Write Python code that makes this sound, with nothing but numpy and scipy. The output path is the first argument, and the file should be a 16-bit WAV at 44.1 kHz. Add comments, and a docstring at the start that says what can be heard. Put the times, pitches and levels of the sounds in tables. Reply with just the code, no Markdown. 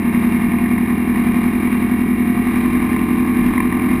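"""A speedboat runs flat out on calm water, heard from its own deck.
From the start the V8's exhaust booms, rasps and now and then cracks, over a rumble of wake and wind.
The geared four-blade propeller drones just under the engine cycle's sixth order, so the two beat,
and coarse sampling adds a fizz on top. The speed creeps up; near 2.5 s the engine's colour shifts,
and from then to the end the wind swells in three gusts."""
import sys
import numpy as np
from scipy import signal
from scipy.fft import rfft, irfft
from scipy.io import wavfile
from scipy.ndimage import uniform_filter1d

SR = 44100
rng = np.random.default_rng(int(sys.argv[2]) if len(sys.argv) > 2 else 0)


def transcribe(signal):
    """Save signal, clipped to [-1, 1], as a 16-bit WAV file at the path in sys.argv[1]."""
    frames = np.atleast_2d(signal).T
    limited = np.clip(frames, -1, 1)
    pcm = np.round(limited * 32767).astype(np.int16)
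    wavfile.write(sys.argv[1], SR, pcm)


N = 176400
T = np.arange(N) / SR

# Spectrum of the wind: frequency_hz, relative_db
WIND_SPECTRUM = [(12, -28), (22, -9), (35, 0), (48, -6), (70, -11), (140, -26), (400, -55), (1500, -90)]
# Gusts of the wind: time_s, level_db
WIND_LEVEL = [(0, -42), (1.1, -39.5), (2.4, -40), (2.72, -33), (3.0, -40), (3.3, -40), (3.45, -33),
              (3.6, -40), (3.85, -38), (4, -34)]
# Spectrum of the wake and hull: frequency_hz, relative_db
WAKE_SPECTRUM = [(25, -34), (60, -21.5), (95, -21), (130, -11.5), (170, -8.5), (210, -2.5), (240, -7),
                 (290, -3), (350, -14.5), (430, -17), (520, -33), (900, -56.5), (2500, -91.5)]
# Exhaust cracks: start_s, relative_db
CRACK_EVENTS = [(0.1461, -12), (0.5851, -16), (0.6589, -15), (0.7801, -15), (0.9014, -20), (1.1583, -14),
                (1.6746, -16), (1.8198, -18), (2.5581, -15), (2.9302, -15), (2.9632, -15), (3.5788, -12),
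                (3.6027, -12), (3.7249, -14)]
# Spectrum of a crack: frequency_hz, relative_db
CRACK_SPECTRUM = [(400, -21.5), (700, -13), (1080, 11.5), (1400, -24), (1800, 6.5), (2200, 4), (2480, -2.5),
                  (2620, -28), (2750, -16.5), (3050, -30.5), (3800, -25), (4400, -41), (5600, -31),
                  (6500, -71.5)]
# High harmonics of the engine cycle, either side of the colour shift: order, before_db, after_db
WHINE_ORDERS = [(14, -51, -52), (15, -60, -47), (17, -39, -49), (18, -46, -41), (19, -47, -46),
                (21, -45, -50), (22, -51, -45), (23, -44, -51), (24, -45, -41), (25, -44, -34),
                (26, -43, -40), (27, -44, -48), (28, -49, -38), (31, -48, -53), (33, -52, -55),
                (41, -54, -42), (43, -44, -51), (46, -41, -45), (50, -49, -39), (51, -49, -39),
                (52, -45, -50), (53, -38, -45), (56, -44, -50), (66, -49, -57)]
# Each cylinder's burst, in firing order: relative_db
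CYLINDER_BURSTS = [-0.5, 5.5, -2.7, -3.5, -16, -1, -3, 0.4]
# Spectrum of the exhaust gas noise: frequency_hz, relative_db
RASP_SPECTRUM = [(300, -8.5), (450, -12.5), (540, -14), (660, -9), (740, -4), (850, -4.5), (1080, 1.5),
                 (1200, 0), (1300, -10.5), (1420, -10), (1630, -6.5), (1760, -3.5), (2020, -3), (2170, 1.5),
                 (2460, -3), (2540, -11.5), (2610, -28), (2720, -5), (2830, -14), (3000, -21), (3250, -19),
                 (3480, -26.5), (3740, -17.5), (3920, -24), (4020, -21.5), (4300, -33.5), (5100, -31.5),
                 (5600, -36.5), (6000, -42.5), (7000, -57.5)]
# Course of the rasp's level: time_s, level_db
RASP_ENVELOPE = [(0, -32), (.7, -30), (1.4, -31.5), (1.7, -29), (2.2, -32.5), (2.6, -29), (3.1, -30.5),
                 (3.6, -30.5), (4, -29.5)]
# Harmonics of the propeller shaft's rotation: order, level_db
SHAFT_ORDERS = [(1, -40), (2, -40.5), (3, -26.5), (4, -16)]
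# Low harmonics of the engine cycle, either side of the colour shift: order, before_db, after_db
BOOM_ORDERS = [(1, -60, -56.5), (2, -30, -29), (3, -41, -41), (4, -37, -36), (5, -20, -22.5),
               (6, -18.5, -20), (7, -31, -25), (8, -27.5, -25), (9, -33, -43), (10, -37.5, -34.5),
               (11, -51, -56.5), (12, -53, -55.5)]
# Engine speed, at two crank turns a cycle: time_s, cycle_rate_hz
ENGINE_SPEED = [(0.0, 40.573), (0.25, 41.013), (0.5, 40.769), (0.75, 41.378), (1.0, 41.229), (1.25, 41.188),
                (1.5, 41.613), (1.75, 41.493), (2.0, 41.911), (2.25, 41.761), (2.5, 42.042), (2.75, 42.335),
                (3.0, 41.836), (3.25, 42.661), (3.5, 42.022), (3.75, 42.539), (4.0, 42.794)]


def from_db(db):
    """Amplitude grows tenfold for every 20 dB."""
    return 10 ** (np.asarray(db) / 20)


def unit_rms(x):
    """Division by the root mean square gives unit power."""
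    return x / np.sqrt(np.mean(x ** 2) + 1e-20)


def in_time(rows):
    """Linear interpolation gives a control value at every sample."""
    return np.interp(T, *np.transpose(rows))


def drift(corner_hz):
    """Low-pass filtered noise is a slow random fluctuation, here of unit rms."""
    hz = np.arange(N + 1) * SR / (2 * N)
    noise_spectrum = rfft(rng.standard_normal(2 * N))
    return unit_rms(irfft(noise_spectrum / (1 + (hz / corner_hz) ** 2))[:N])


def minimum_phase(db):
    """Causality: a body rings only once struck; the Hilbert transform of log gain sets its phase."""
    log_gain = np.r_[db, db[-2:0:-1]] * np.log(10) / 20
    return np.exp(np.conj(signal.hilbert(log_gain)))[:len(db)]


def colour(x, spectrum):
    """Linear filtering multiplies a sound's spectrum by a body's response; white noise keeps its power."""
    hz, db = np.transpose(spectrum)
    grid_hz = np.arange(N + 1) * SR / (2 * N)
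    response = minimum_phase(np.interp(np.log(grid_hz + 1), np.log(hz), db))
    response /= np.sqrt(np.mean(abs(response) ** 2))
    return irfft(rfft(x, 2 * N) * response)[:N]


def colour_shift(before_db, after_db, centre_s=2.54, length_s=.25):
    """Timbre follows the balance of harmonics: one order's level ramps to a new value."""
    progress = np.clip((T - centre_s) / length_s + .5, 0, 1)
    return before_db + progress * (after_db - before_db)


def wind():
    """Turbulent pressure makes a low buffeting that swells in gusts."""
    return colour(rng.standard_normal(N), WIND_SPECTRUM) * from_db(in_time(WIND_LEVEL))


def wake(level_db=-27, waver_db=.3):
    """Churned water is a broadband source, filtered to a rumble by the hull."""
    return colour(rng.standard_normal(N), WAKE_SPECTRUM) * from_db(level_db - waver_db * drift(21))


def exhaust_cracks(decay_s=.002, spit_db=-2.5, snap_db=9.5):
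    """Impulse excitation: a snap and a short spit of gas set the exhaust's resonances ringing."""
    gas = rng.choice([-1, 1], N)
    bursts = np.zeros(N)
    for start_s, db in CRACK_EVENTS:
        envelope = (T >= start_s) * np.exp(-abs(T - start_s) / decay_s)
        bursts += from_db(db + spit_db) * gas * envelope
        bursts[int(start_s * SR)] += from_db(db + snap_db)
    return colour(bursts, CRACK_SPECTRUM)


def engine_whine(cycles, waver_db=2, wander_cycles=.001):
    """High harmonics of the engine cycle stand out as tones, each wavering in level."""
    wandering = cycles + wander_cycles * drift(2.2)
    whine = np.zeros(N)
    for order, before_db, after_db in WHINE_ORDERS:
        gain = from_db(colour_shift(before_db, after_db) + waver_db * drift(1.33))
        whine += gain * np.sin(2 * np.pi * (order * wandering + rng.random()))
    return whine


def firing_envelope(cycles, lag=.34, jitter=.12, decay=.45, scatter_db=1):
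    """Each cylinder's burst decays exponentially; lag, jitter and decay are in firing intervals."""
    cylinders = len(CYLINDER_BURSTS)
    firings = cycles * cylinders
    index = np.arange(-cylinders, int(firings[-1]) + cylinders)
    early_or_late, weakening = rng.standard_normal((len(index), 2)).T
    starts = np.sort(index + lag + jitter * early_or_late)
    strength = from_db(np.array(CYLINDER_BURSTS)[index % cylinders] - scatter_db * weakening)
    latest = np.searchsorted(starts, firings) - 1
    return strength[latest] * np.exp(-(firings - starts[latest]) / decay)


def exhaust_rasp(cycles, steady_flow=.64, repeating_share=.42, waver_db=.9):
    """Amplitude modulation: the firings pulse gas noise that partly repeats from cycle to cycle."""
    flow = firing_envelope(cycles) + steady_flow
    orders = np.exp(2j * np.pi * rng.random(size=513))
    orders[[order for order, _, _ in WHINE_ORDERS]] = 0  # these orders sound as the whine
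    one_cycle = irfft(orders)
    position = np.arange(len(one_cycle)) / len(one_cycle)
    repeating = unit_rms(np.interp(cycles, position, one_cycle, period=1))
    gas = np.sqrt(repeating_share) * repeating + np.sqrt(1 - repeating_share) * rng.standard_normal(N)
    gain = from_db(in_time(RASP_ENVELOPE) + waver_db * drift(2.1))
    return gain * unit_rms(colour(flow * gas, RASP_SPECTRUM))


def throb(drone, depth_db=.93, lead_s=.018):
    """Close frequencies beat: this gain rises just ahead of each beat of engine and propeller."""
    envelope = uniform_filter1d(abs(signal.hilbert(drone)), size=900)
    beats = unit_rms(envelope - envelope.mean())
    return from_db(depth_db * np.interp(T + lead_s, T, beats))


def propeller(cycles, turns_per_cycle=33 / 23, first_blade_s=.01, waver_db=1.4):
    """Blade passage sounds the shaft's fourth order; one blade biting harder adds the lower three."""
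    turns = turns_per_cycle * (cycles - np.interp(first_blade_s, T, cycles))
    drone = sum(from_db(db) * np.cos(2 * np.pi * order * turns) for order, db in SHAFT_ORDERS)
    return drone * from_db(waver_db * drift(3.8))


def exhaust_boom(cycles):
    """Forced resonance: uneven firing thumps the pipes once a cycle, and they ring in the low orders."""
    _, before, after = np.transpose(BOOM_ORDERS)
    mean_db = (before + after) / 2
    phase = np.angle(minimum_phase(np.pad(mean_db, (1, 20), mode="edge")))
    boom = np.zeros(N)
    for order, before_db, after_db in BOOM_ORDERS:
        gain = from_db(colour_shift(before_db, after_db))
        boom += gain * np.cos(2 * np.pi * order * cycles + phase[order])
    return boom


def scene():
    """Superposition: exhaust and propeller, driven at one engine speed, add to wake and wind."""
    cycles = np.cumsum(in_time(ENGINE_SPEED)) / SR
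    drone = exhaust_boom(cycles) + propeller(cycles)
    snarl = throb(drone) * (engine_whine(cycles) + exhaust_rasp(cycles))
    return (drone + snarl + exhaust_cracks() + wake() + wind())[None]


def record(dry):
    """Spectral imaging: sample-and-hold steps mirror the sound about the hold rate; the top is cut."""
    hold_hz, fizz_db, cutoff_hz = 12000, 1, 14900
    slope = np.gradient(dry, axis=-1) * SR
    images = slope / (np.pi * hold_hz) * np.sin(2 * np.pi * hold_hz * T)
    fizz = signal.lfilter([1, 1], [2 * np.cos(np.pi * hold_hz / SR)], images)  # weaker toward the top
    low_pass = signal.ellip(10, .1, 90, cutoff_hz, fs=SR, output="sos")
    return signal.sosfilt(low_pass, dry + from_db(fizz_db) * fizz)


dry = scene()
out = record(dry)
transcribe(out)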